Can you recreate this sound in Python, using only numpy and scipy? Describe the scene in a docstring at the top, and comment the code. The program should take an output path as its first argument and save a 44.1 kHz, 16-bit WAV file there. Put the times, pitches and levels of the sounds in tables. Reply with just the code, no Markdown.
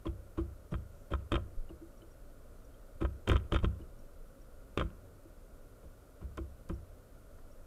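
"""Quiet winter woods, the camera's microphone close to a wooden feeder tray where a crow pecks at seed.
Each peck stirs the seed and thumps the tray; hard ones set the feeder rattling in quick clusters of
clacks, jolt loose seeds and now and then split a husk. The trees return a faint echo.
Behind it: a soft outdoor rush, faint high bird calls far off and the camera's own hiss."""
import sys
import numpy as np
from scipy import signal
from scipy.fft import rfft, irfft, next_fast_len
from scipy.io import wavfile
from scipy.ndimage import map_coordinates

SR = 44100
rng = np.random.default_rng(int(sys.argv[2]) if len(sys.argv) > 2 else 0)


def store_pcm(level_fs):
    """Save levels as 16-bit WAV."""
    pcm = np.round(np.clip(level_fs, -1, 1) * 32767).astype(np.int16)
    wavfile.write(sys.argv[1], SR, np.atleast_2d(pcm).T)


N = 337806


def amp(db):
    """Decibels to gain."""
    return 10 ** (np.asarray(db) / 20)


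def unit(x):
    """Scale to rms 1."""
    return x / np.sqrt(np.mean(x ** 2) + 1e-20)


def along(points, hz):
    """Read (f/Hz, value) points on a log frequency axis."""
    f, values = np.transpose(points)
    return np.interp(np.log(hz + 1), np.log(f + 1), values)


def add(track, s, sound):
    """Mix a sound into the track at s seconds."""
    part = track[max(round(s * SR), 0):][:len(sound)]
    part += sound[:len(part)]


def noise(spectrum, size):
    """Coloured noise of rms 1."""
    m = next_fast_len(size)
    colour = amp(along(spectrum, np.fft.rfftfreq(m, 1 / SR)))
    return unit(irfft(rfft(rng.standard_normal(m)) * colour, m)[:size])


def wobble(rate, size):
    """A smooth random curve, rate knots a second."""
    knots = rng.standard_normal(int(size * rate / SR) + 4)
    return map_coordinates(knots, [np.arange(size) * rate / SR])


def rise(t, tau):
    """Onset with a time constant of tau seconds."""
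    return 1 - np.exp(-t / tau)


def fade(t, t60):
    """Exponential decay by 60 dB in t60 seconds."""
    return np.exp(-np.log(1000) * t / t60)


def ring(modes, t, scatter_db, detune, tilt_db=0):
    """Damped modes, a little different at every blow; the tilt is in dB per octave about their middle."""
    hz, db, t60 = np.transpose(modes)
    chance = rng.standard_normal((2, len(hz)))
    gain = amp(db + scatter_db * chance[0] + tilt_db * np.log2(hz / np.median(hz)))
    gain *= (-1) ** np.arange(len(hz))  # neighbouring modes swing in opposite senses
    pitch = hz * (1 + detune * chance[1])
    return gain @ (np.sin(2 * np.pi * np.outer(pitch, t)) * fade(t, t60[:, None]))


# Open air all around the microphone: f/Hz, relative density/dB
AIR_SPECTRUM = [(12, -48.5), (20, 6.5), (43, -5), (92, -11.5), (191, -21.5), (280, -18), (327, -23.5),
                (367, -21.5), (462, -20), (572, -17.5), (809, -33.5), (999, -34), (1440, -28), (1620, -42),
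                (2000, -50.5), (2600, -109), (4400, -120)]
def outdoor_rush():
    """A low, almost steady rush of air."""
    return amp(-52.5 + 0.18 * wobble(2.42, N)) * noise(AIR_SPECTRUM, N)


# Hiss in the camera itself: f/Hz, relative density/dB
HISS_SPECTRUM = [(1120, 0.5), (1900, 0.5), (3280, -3.5), (5310, -4), (5600, -4), (7030, -3), (10300, -2),
                 (11400, -3), (12100, -2.5), (14400, -3.5), (15500, -9)]
# Its whine: f/Hz, rms level/dB
WHINE_TONES = [(9000, -96), (12000, -89)]
def camera_noise():
    """The electronics add a steady hiss and a thin whine."""
    t = np.arange(N) / SR
    whine = sum(amp(db) * np.sqrt(2) * np.sin(2 * np.pi * hz * t) for hz, db in WHINE_TONES)
    return amp(-71.5) * noise(HISS_SPECTRUM, N) + whine


def bird_whistle(s, length, db, hz, spacing_hz, sag_hz_per_s):
    """One thin, slowly falling call far off, three wavering partials wide."""
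    out, t = np.zeros(N), np.arange(SR // 2) / SR
    swell = np.sin(np.pi * np.minimum(t / length, 1))
    for k in range(3):
        pitch = hz + k * spacing_hz - sag_hz_per_s * t + 35 * wobble(200, len(t))
        add(out, s, amp(db) * swell * np.sin(2 * np.pi * np.cumsum(pitch) / SR))
    return out


# A small bird far off in the woods: t/s
CHIRP_TIMES = [0.715, 1.98, 2.12, 2.652, 3.994, 4.42, 6.742, 7.523]
def bird_chirps(db, hz, spread_hz, width_s):
    """Tiny high notes, each bent a little differently."""
    out, t = np.zeros(N), np.arange(-SR // 40, SR // 40) / SR
    swell = np.exp(-(t / width_s) ** 2)
    for s in CHIRP_TIMES:
        pitch = hz + spread_hz * wobble(205, len(t))
        add(out, s + t[0], amp(db) * swell * np.sin(2 * np.pi * np.cumsum(pitch) / SR))
    return out


# Echo among the trees around the feeder: f/Hz, t60/s
ECHO_DECAY = [(200, 1), (1500, 0.64), (3500, 0.27), (10000, 0.77)]
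def tree_echo(x):
    """The trees scatter back a diffuse tail."""
    hz, t, bands = signal.stft(rng.standard_normal(SR // 2), SR, nperseg=256)
    bands *= fade(t, along(ECHO_DECAY, hz)[:, None])
    _, tail = signal.istft(bands, SR, nperseg=256)
    return signal.fftconvolve(x, tail / np.linalg.norm(tail))[:N]


def feeder_sway(s, db, hz, t60):
    """The feeder rocks once, very low, as the bird straightens up."""
    out, t = np.zeros(N), np.arange(SR // 3) / SR
    add(out, s, amp(db) * np.sin(2 * np.pi * hz * t) * rise(t, 0.011) * fade(t, t60))
    return out


# Husks splitting near the microphone: t/s, level/dB
HUSK_SPLITS = [(1.321, -39), (3.276, -40), (3.2882, -30), (3.316, -35.5), (3.522, -41), (3.536, -41),
               (4.774, -39), (6.3725, -40), (6.69, -41.5)]
# One snap: f/Hz, relative density/dB
SNAP_SPECTRUM = [(3000, -8), (5500, -2), (8000, -4), (10500, -8), (15000, -13)]
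def husk_snaps():
    """Splitting husks tick high above the wooden sounds."""
    out, t = np.zeros(N), np.arange(SR // 20) / SR
    for s, db in HUSK_SPLITS:
        add(out, s, amp(db) * noise(SNAP_SPECTRUM, len(t)) * rise(t, 0.0017) * fade(t, 0.0095))
    return out


# Taps on bare parts of the feeder, close up: t/s, level/dB, f/Hz
BARE_TAPS = [(0.055, -37.5, 1040), (0.066, -45.5, 3320), (0.384, -41, 1113), (0.721, -29, 171),
             (1.692, -56, 2880), (2.019, -55, 3030), (2.742, -63.5, 3180), (3.815, -60, 2920),
             (6.374, -44, 1510), (6.376, -48, 2160), (6.379, -41.5, 1093), (6.697, -32, 173)]
def knocks():
    """Each spot gives a short hollow ring at its own pitch, with a weaker partial above it."""
    out, t = np.zeros(N), np.arange(SR // 6) / SR
    for s, db, hz in BARE_TAPS:
        t60 = 0.05 * (hz / 1000) ** -0.45  # low spots ring longer
        modes = [(hz, 0, t60), (1.33 * hz, -8, 0.31 * t60)]
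        add(out, s, amp(db) * ring(modes, t, scatter_db=1.5, detune=0.002) * rise(t, 0.001))
    return out


# The feeder's rattling parts: f/Hz, relative level/dB, t60/s
RATTLE_MODES = [(575, -4, 0.017), (983, -20.5, 0.06), (1058, -4.5, 0.033), (1218, -9, 0.031),
                (1289, 1, 0.024), (1406, -6.5, 0.023), (1569, -7, 0.026), (1850, -14, 0.03),
                (2050, -10.5, 0.015), (2410, -13.5, 0.024), (2600, -29.5, 0.03), (2800, -43, 0.038),
                (3093, -1.5, 0.0089), (3210, -4, 0.019), (3430, -17.5, 0.0091), (3600, -12, 0.027)]
# The crack as they meet: f/Hz, relative density/dB
CRACK_SPECTRUM = [(150, -10), (400, 12), (780, -12), (1200, 5.5), (1750, -10), (2400, -2.5), (2850, -5.5),
                  (3400, -5.5), (3750, -29), (4300, -25), (5600, -26), (9000, -31), (14500, -53)]
# Their contacts, loud at the microphone: t/s, level/dB, brightness/dB
CONTACTS = [(0.067, -41.5, 4.5), (0.385, -45, -9), (0.739, -33.5, -6.5), (1.119, -43, 4.5),
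            (1.1351, -27.5, -5), (1.3189, -26.5, 6.5), (1.3412, -27.5, 2), (1.3547, -23.5, -1),
            (1.377, -46.5, -16), (3.0139, -36.5, -3.5), (3.0264, -40, -7), (3.049, -31, -7),
            (3.2751, -28, 4), (3.292, -34, -2), (3.297, -24, 5), (3.316, -21.5, -1.5), (3.331, -30.5, -3.5),
            (3.3568, -27.5, -3.5), (3.3653, -33.5, 7), (3.5217, -25, 1), (3.5443, -35, 13.5),
            (3.5605, -22.5, -1), (3.588, -45.5, 11), (3.6445, -28, -1), (4.7749, -28.5, 8),
            (4.796, -37.5, 13), (4.8102, -24.5, -5.5), (6.377, -38, -4.5), (6.695, -40, -7.5),
            (7.385, -55.5, -7)]
def clacks():
    """Each contact is a dry crack and a brief ring over a dull shove; a weaker rebound follows."""
    out, t = np.zeros(N), np.arange(SR // 8) / SR
    rebounds = [(s + 0.010 * np.exp(0.3 * rng.standard_normal()), db - 10.5, bright_db + 1)
                for s, db, bright_db in CONTACTS]
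    shove_s = 0.0012
    shove = -amp(6) * t / shove_s * np.exp(-t / shove_s)
    for s, db, bright_db in CONTACTS + rebounds:
        tone = amp(-4) * ring(RATTLE_MODES, t, scatter_db=1.8, detune=0.003, tilt_db=bright_db)
        crack = amp(bright_db) * noise(CRACK_SPECTRUM, len(t)) * fade(t, 0.017)
        add(out, s, amp(db) * ((tone + crack) * rise(t, 0.001) + shove))
    return out


def loose_seeds(gain_db, span_s, count):
    """Each of those contacts jolts a few seeds, which drop back with tiny ticks."""
    out, t = np.zeros(N), np.arange(SR // 80) / SR
    for s, clack_db, _ in CONTACTS:
        for wait, softness, pitch in rng.uniform(size=(count, 3)):
            hz = 1300 + 1900 * pitch
            tick = np.sin(2 * np.pi * hz * t) * rise(t, 0.00033) * fade(t, 0.004)
            add(out, s + span_s * wait, amp(clack_db + gain_db - 6.7 * softness) * tick)
    return out


# The whole tray swaying on its mount: f/Hz, relative level/dB, t60/s
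TRAY_MODES = [(46.7, 1, 0.18), (54, 3.5, 0.13), (67.1, -2.5, 0.51), (78.2, -16.5, 0.62),
              (95.5, -11.5, 0.86), (122.8, -13.5, 0.4), (163, -15, 0.42), (196.3, -12.5, 0.41)]
# Its boards, damped by the seed: f/Hz, relative level/dB, t60/s
BOARD_MODES = [(238, -7, 0.077), (257.4, -10, 0.18), (372.4, -0.5, 0.13), (428, -2, 0.068),
               (509, -12, 0.12), (560, -5.5, 0.1), (614, -7.5, 0.078)]
# A thin panel, whose close pair of modes swells and beats out: f/Hz, relative level/dB, t60/s
PANEL_MODES = [(322.9, 6.5, 0.089), (336.2, 5, .17)]
# Seed crunching around the bill: f/Hz, relative density/dB
CRUNCH_SPECTRUM = [(200, -35), (500, 17), (780, 8.5), (1200, 11), (1800, -3), (2500, -2), (3300, -7),
                   (4300, -15.5), (5800, -19), (9000, -16), (15000, -55)]
# The crow, close to the microphone; hard blows reach the wood, soft ones stay in the seed:
# t/s, force/dB, hardness/dB
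BILL_BLOWS = [(0.056, -28, 5.5), (0.378, -28.5, 9.5), (0.721, -26.5, -4.5), (1.111, -25.5, -2.5),
              (1.321, -21.5, 4.5), (1.696, -41, 5), (1.814, -61.5, 27), (2.016, -51.5, 6),
              (3.012, -23, 4.5), (3.278, -17, -4), (3.317, -16.5, -2), (3.522, -23, 4.5), (3.633, -21, -6),
              (3.795, -41, 2), (4.777, -24, -2), (4.815, -26, -4), (4.836, -38, -10), (5.246, -58, 14.5),
              (5.831, -43.5, -7.5), (6.215, -33.5, -10.5), (6.379, -33, 5), (6.696, -30.5, 2)]
def pecks():
    """The bill ploughs through the seed, pushes the tray, knocks its boards and rings the panel."""
    out, t = np.zeros(N), np.arange(SR // 2) / SR
    short = t[:SR // 5]
    push = short * np.exp(-short / 0.00072)  # the seed cushions the blow
    stroke = (1 - np.exp(-(short / 0.011) ** 2)) * fade(short, 0.14)
    lead_s = 0.011  # the bill meets the seed before the tray
    for s, force_db, hard_db in BILL_BLOWS:
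        force = amp(force_db)
        # sliding seed damps the ringing in proportion to the force
        tray_db_per_s, panel_db_per_s = 356 * force, 1994 * force
        thump = ring(TRAY_MODES, t, scatter_db=1.5, detune=0.0088) * amp(-tray_db_per_s * t)
        add(out, s, force * signal.fftconvolve(thump, push / push.sum()))
        board = ring(BOARD_MODES, short, scatter_db=1.5, detune=0.015) * rise(short, 0.0037)
        add(out, s, force * amp(-12.5 + 0.73 * hard_db) * board)
        panel = ring(PANEL_MODES, short, scatter_db=0.3, detune=0.002) * amp(-panel_db_per_s * short)
        add(out, s, force * amp(-10.5 + hard_db) * panel)
        crunch = unit(noise(CRUNCH_SPECTRUM, len(short)) * amp(2.1 * wobble(397, len(short))))
        add(out, s - lead_s, force * amp(-16.5 + 0.22 * hard_db) * stroke * crunch)
    return out


def scene():
    """One microphone: the feeder up close, the woods behind."""
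    seeds = loose_seeds(gain_db=-10, span_s=0.013, count=4)
    seeds += loose_seeds(gain_db=-24.5, span_s=0.11, count=5)
    feeder = pecks() + clacks() + knocks() + husk_snaps() + seeds
    sway = feeder_sway(s=1.570, db=-24.5, hz=20.4, t60=0.31)
    birds = bird_chirps(db=-68, hz=5690, spread_hz=94, width_s=0.005)
    birds += bird_whistle(s=0.86, length=0.27, db=-85, hz=5830, spacing_hz=750, sag_hz_per_s=600)
    echo = amp(-21.5) * tree_echo(feeder)
    return (outdoor_rush() + camera_noise() + birds + echo + sway + feeder)[None]


def record(dry):
    """The camera cuts off steeply above its band limit."""
    limit_hz = 15600
    m = next_fast_len(N + SR // 2)
    lowpass = 1 / (1 + (np.fft.rfftfreq(m, 1 / SR) / limit_hz) ** 120)
    return irfft(rfft(dry, m) * lowpass, m)[..., :N]


dry = scene()
out = record(dry)
store_pcm(out)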